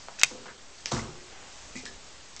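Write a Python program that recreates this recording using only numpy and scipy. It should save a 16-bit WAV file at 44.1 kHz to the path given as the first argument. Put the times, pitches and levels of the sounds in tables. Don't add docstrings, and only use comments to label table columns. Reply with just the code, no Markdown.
import sys
import numpy as np
from scipy import signal
from scipy.io import wavfile
from scipy.ndimage import uniform_filter1d

SR = 44100
rng = np.random.default_rng(int(sys.argv[2]) if len(sys.argv) > 2 else 0)


def generate_wav(sig):
    pcm = np.round(np.clip(np.atleast_2d(sig).T, -1, 1) * 32767).astype(np.int16)
    wavfile.write(sys.argv[1], SR, pcm)


def voltage_ratio(decibels):
    exponent = np.asarray(decibels, float) / 20
    return 10 ** exponent


N = 105840

# t/s, strength level/dB, damping factor/1, treble tilt/(dB per octave)
LATCH_HITS = [(0.188, -40.5, 1.2, -7), (0.1953, -44.5, 2.5, 13), (0.1983, -42.5, 2.1, 10.5),
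              (0.2047, -37, 1.9, 3), (0.2145, -23.5, 5.9, 6.5), (0.2175, -28.5, 0.83, -7.5),
              (0.2337, -14, 2.78, 8.1), (0.2342, -17, 2.5, 6), (0.2373, -18.5, 1.1, -2),
              (0.2437, -25.5, 2.6, 4.5), (0.2456, -22.5, 2.2, 0.5), (0.2604, -39, 6.3, 2)]
# f/Hz, level/dB, t60/s
LATCH_MODES = [(800, -17.5, 0.009), (1452, -9, 0.036), (1890, -3.5, 0.014), (2310, -9.5, 0.022),
               (2560, -0.3, 0.041), (2820, -5.5, 0.023), (3164, -13, 0.044), (3810, -8, 0.05),
               (4370, -8, 0.022), (4630, -5.5, 0.02), (5630, -8, 0.018), (6200, -2.5, .016),
               (6940, -10, 0.018), (7865, -10.5, 0.022)]
# t/s, peak level/dB, f/Hz, t60/s
BOLT_SLAM = [
    (0.2338, 0.5, 2220, 0.009),
    (0.2337, -9, 2560, 0.029),
    (0.2354, -11, 5050, 0.011),
]
# t/s, peak level/dB, f/Hz, t60/s, spread/octave
TICKS = [(0.085, -26.5, 918, 0.012, 0.42), (0.0926, -36, 1060, 0.0054, 0.23),
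         (0.8586, -16, 5660, 0.0056, 0.19), (0.8591, -23.5, 2530, 0.0064, 0.1),
         (.8588, -35.5, 1275, 0.011, 0.28), (.967, -29.5, 1710, 0.018, 0.22),
         (.983, -29.5, 1140, 0.013, 0.18), (0.9186, -19.5, 5270, 0.009, 0.42),
         (0.921, -18, 5180, 0.0065, 0.27), (0.9193, -32.5, 1053, 0.045, 0.035),
         (0.924, -20.5, 6600, 0.004, 0.19), (0.9308, -27, 1174, .012, 0.18),
         (.994, -32.5, 2090, 0.055, 0.045), (1.7558, -34.5, 2204, 0.2, 0.169),
         (1.758, -34, 7060, 0.02, 0.11), (1.8554, -22.5, 5000, 0.0063, 0.64),
         (1.862, -36, 1780, 0.15, 0.102), (1.858, -41.5, 5270, 0.11, 0.038),
         (2.212, -47, 2750, 0.0083, 0.071), (2.3647, -26.5, 6200, 0.0028, 0.2),
         (2.371, -41.5, 2150, 0.021, 0.073)]
# t/s, strength level/dB, rattle t60/s, favoured f/Hz, fall off it/(dB per octave)
STEPS = [
    (0.242, -59.5, 0.11, 139, -15),
    (.312, -45.5, .45, 424, -11),
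    (.46, -53, 0.43, 550, -11),
    (.916, -34.5, 0.55, 800, -3.5),
    (.930, -34, .55, 105, -4.5),
    (1.753, -46.5, 0.14, 251, -11),
    (1.83, -52, 0.55, 413, -9.5),
    (1.05, -49.5, 0.68, 371, -28),
]
# f/Hz, width/Hz, level/dB
BOARD_MODES = [(50, 33, -7.5), (73.5, 26, 0), (105, 75, -4.5), (151, 21, -2), (210.4, 55, -6.5),
               (251, 35, -3), (297, 23.5, -7), (371, 33, -6), (451, 115, -6), (550, 85, -7),
               (704, 68, -8.5), (900, 90, -7), (1040, 240, -4.5), (1450, 300, -4)]
# t/s, length/s, level/dB,
# centre f/Hz, width/Hz
SCUFFS = [(0.186, 0.063, -44.5, 4740, 6050), (0.253, .11, -47, 5920, 2440),
          (0.456, 0.03, -45.5, 1225, 1460), (0.48, 0.053, -45, 1414, 1000),
          (0.857, 0.09, -42.5, 3900, 6000), (0.909, 0.13, -37, 5650, 5000), (0.921, 0.14, -48, 2200, 1500),
          (1.25, 0.6, -54, 1407, 3050), (1.76, 0.079, -44, 5400, 6030), (1.852, 0.054, -45, 4400, 6040),
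          (2.367, 0.02, -49, 3930, 6000), (2.39, 0.11, -41, 5460, 3020), (1.3, 0.37, -61.5, 800, 117),
          (1.451, 0.55, -54.5, 6040, 4020), (0.779, 0.064, -51, 5020, 6000),
          (1.599, 0.68, -57.5, 39.6, 38.6), (0.456, 0.056, -54.5, 2900, 2500)]
# f/Hz, t60/s
HALL_T60 = [(100, 0.39), (500, 0.21), (2000, 0.2), (8000, 0.28)]
# t/s, peak level/dB, f/Hz, t60/s
SWAY = [
    (.51, -49, 4.8, 1.1),
    (.865, -53, 6.2, .9),
    (1.04, -50, 5.2, 2.6),
]
# f/Hz, level/dB
HISS_SPECTRUM = [(15, -27), (28, 5), (118, -6), (300, -7), (600, -6), (2400, -9.5), (6500, -9.5),
                 (7900, -10.5)]
# t/s, level/dB
HISS_LEVEL = [(0, -51), (.16, -52), (.31, -49.5), (.49, -53.5), (.65, -56), (.8, -54.5), (.95, -49),
              (1.269, -52.5), (1.72, -51), (1.96, -52), (2.4, -53.5)]

MODE_SPLIT, LATCH_RATTLE_S, THIN_HZ = 0.022, 0.00094, 450
BLOWS_PER_S, BOARD_SPREAD = 700, 0.049
SCUFF_RISE, SCUFF_FADE_DB = 0.061, -13
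GRIT_PER_S, GRIT_DB = 3000, 4
HALL_DB, HALL_DELAY_S = -20, 0.004
PATCH_DB, HISS_TRIM_DB = 1.2, 4.5
STEP, HALF_RANGE, LEAN = np.sqrt(0.5) / 128, 128, 0.07
ANTIALIAS_HZ, CLIP, EDGE_HZ = 8220, 0.705, 16300


def evened(x):
    return x / np.sqrt(np.mean(x ** 2) + 1e-20)


def read(points, hz):
    f, value = np.transpose(points)
    return np.interp(np.log(hz + 1), np.log(f + 1), value)


def add(mix, s, sound):
    part = mix[round(s * SR):][:len(sound)]
    part += sound[:len(part)]


def ring(hz, t60, phase=0):
    t = np.arange(6000) / SR
    return voltage_ratio(-60 * t / t60) * np.sin(2 * np.pi * hz * t + phase)


def resonate(x, hz, width):
    pole = np.exp((2j * hz - width) * np.pi / SR)
    return 2 * signal.lfilter([1 - abs(pole)], [1, -pole], x).real


def grit(size, per_s, spread_db):
    sign, chance, size_draw = rng.random((size, 3)).T
    return np.sign(sign - 0.5) * (chance < per_s / SR) * voltage_ratio(-spread_db * np.log(size_draw + 0.01))


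def thin(x):
    return signal.sosfilt(signal.butter(3, THIN_HZ, "high", fs=SR, output="sos"), x)


def latch():
    out, t = np.zeros(N), np.arange(200) / SR
    for s, db, damp, tilt_db in LATCH_HITS:
        modes = 0
        for hz, level_db, t60 in LATCH_MODES:
            a, b, c = rng.uniform(-1, 1, 3)
            twin_hz = hz * (1 + MODE_SPLIT * np.sign(b) * (1 + abs(b)))
            pair = ring(hz, t60 / damp, np.pi * a) + 0.69 * ring(twin_hz, t60 / damp, np.pi * c)
            modes = modes + voltage_ratio(db + level_db + tilt_db * np.log2(hz / 2500)) * pair
        rattle = np.exp(-t / LATCH_RATTLE_S) * grit(len(t), 5000, 1.1) * 0.5
        rattle[0] = 1
        add(out, s, np.convolve(modes, rattle / np.linalg.norm(rattle)))
    for s, db, hz, t60 in BOLT_SLAM:
        add(out, s, voltage_ratio(db) * ring(hz, t60))
    return thin(out)


def steps():
    out, t = np.zeros(N), np.arange(SR // 2) / SR
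    for s, db, t60, spot_hz, fall_db in STEPS:
        blows = grit(len(t), BLOWS_PER_S, 2.56)
        blows[0] = 3.3
        blows = blows * voltage_ratio(-60 * t / t60)
        detune = 1 + BOARD_SPREAD * rng.standard_normal(len(BOARD_MODES))
        body = 0
        for k, (f, width, level_db) in enumerate(BOARD_MODES):
            hz = f * detune[k]
            gain = (-1) ** k * voltage_ratio(level_db + fall_db * abs(np.log2(f / spot_hz))) / np.sqrt(width)
            body = body + gain * resonate(resonate(blows, hz, width), hz, 4 * width)
        add(out, s, voltage_ratio(db) * body / np.sqrt(np.mean(body[:3000] ** 2)))
    return out


def ticks():
    out = np.zeros(N)
    for s, db, hz, t60, octaves in TICKS:
        jitter, phases = rng.uniform(-1, 1, (2, 7))
        places = np.linspace(-1, 1, 7) + jitter / 7
        bunch = sum(ring(hz * 2 ** (octaves * place), t60, phase) for place, phase in zip(places, phases))
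        add(out, s, voltage_ratio(db) / 4 * bunch)
    return thin(out)


def scuffs():
    out = np.zeros(N)
    for s, length, db, hz, width in SCUFFS:
        rub = grit(SR // 2, GRIT_PER_S, GRIT_DB)
        rub = evened(rub) + 0.97 * rng.standard_normal(len(rub))
        u = np.arange(len(rub)) / SR / length
        shape = np.minimum(u / SCUFF_RISE, 1) * voltage_ratio(SCUFF_FADE_DB * np.minimum(u, 4) ** 2)
        add(out, s, voltage_ratio(db) * shape * evened(resonate(resonate(rub, hz, width), hz, width)))
    return out


def hall(x):
    taps = np.zeros(SR // 2)
    at = np.arange(0, len(taps) - 20, 20)
    taps[at + rng.integers(0, 20, len(at))] = rng.choice([-1.0, 1.0], len(at))
    hz, t, bands = signal.stft(taps, SR, nperseg=256)
    decay = voltage_ratio(-60 * t / read(HALL_T60, hz)[:, None])
    tail = signal.istft(bands * decay, SR, nperseg=256)[1]
    tail = np.r_[np.zeros(round(HALL_DELAY_S * SR)), tail / np.linalg.norm(tail)]
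    return signal.fftconvolve(x, tail)[:N]


def sway():
    out, t = np.zeros(N), np.arange(N) / SR
    for s, db, hz, t60 in SWAY:
        add(out, s, voltage_ratio(db - 60 * t / t60) * np.sin(2 * np.pi * hz * t))
    return out


def hiss():
    frames, hz = N // 256 + 5, np.fft.rfftfreq(1024, 1 / SR)
    real, imag, patches = rng.standard_normal((3, 513, frames))
    patches = uniform_filter1d(patches, size=14, axis=0)
    patches = evened(uniform_filter1d(patches, size=12, axis=1))
    colour = voltage_ratio(read(HISS_SPECTRUM, hz)[:, None] + PATCH_DB * patches)
    x = signal.istft((real + 1j * imag) * colour, nperseg=1024, noverlap=768)[1][:N]
    s, db = np.transpose(HISS_LEVEL)
    return evened(x) * voltage_ratio(HISS_TRIM_DB + np.interp(np.arange(N) / SR, s, db))


def scene():
    near, far = latch(), ticks() + steps()
    echo = hall(voltage_ratio(HALL_DB) * near + voltage_ratio(-6) * far)
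    return (near + far + scuffs() + echo + sway() + hiss())[None]


def band_limit(x):
    return signal.sosfilt(signal.butter(12, 16820, fs=SR, output="sos"), x)


def record(dry):
    smooth = signal.firwin(36 * 441 + 1, ANTIALIAS_HZ, window=("kaiser", 9), fs=160 * SR)
    low = signal.resample_poly(dry, 160, 441, axis=1, window=smooth)
    levels = STEP * np.clip(np.floor(low / STEP + LEAN), -HALF_RANGE, HALF_RANGE - 1)
    x = signal.resample_poly(levels, 441, 160, axis=1, window=smooth)[:, :N]
    x = np.clip(x, -CLIP, CLIP)
    edge = signal.firwin(255, EDGE_HZ, window=("kaiser", 10), fs=SR)
    mix = signal.oaconvolve(x, edge[None], "same")
    return band_limit(mix)


dry = scene()
out = record(dry)
generate_wav(out)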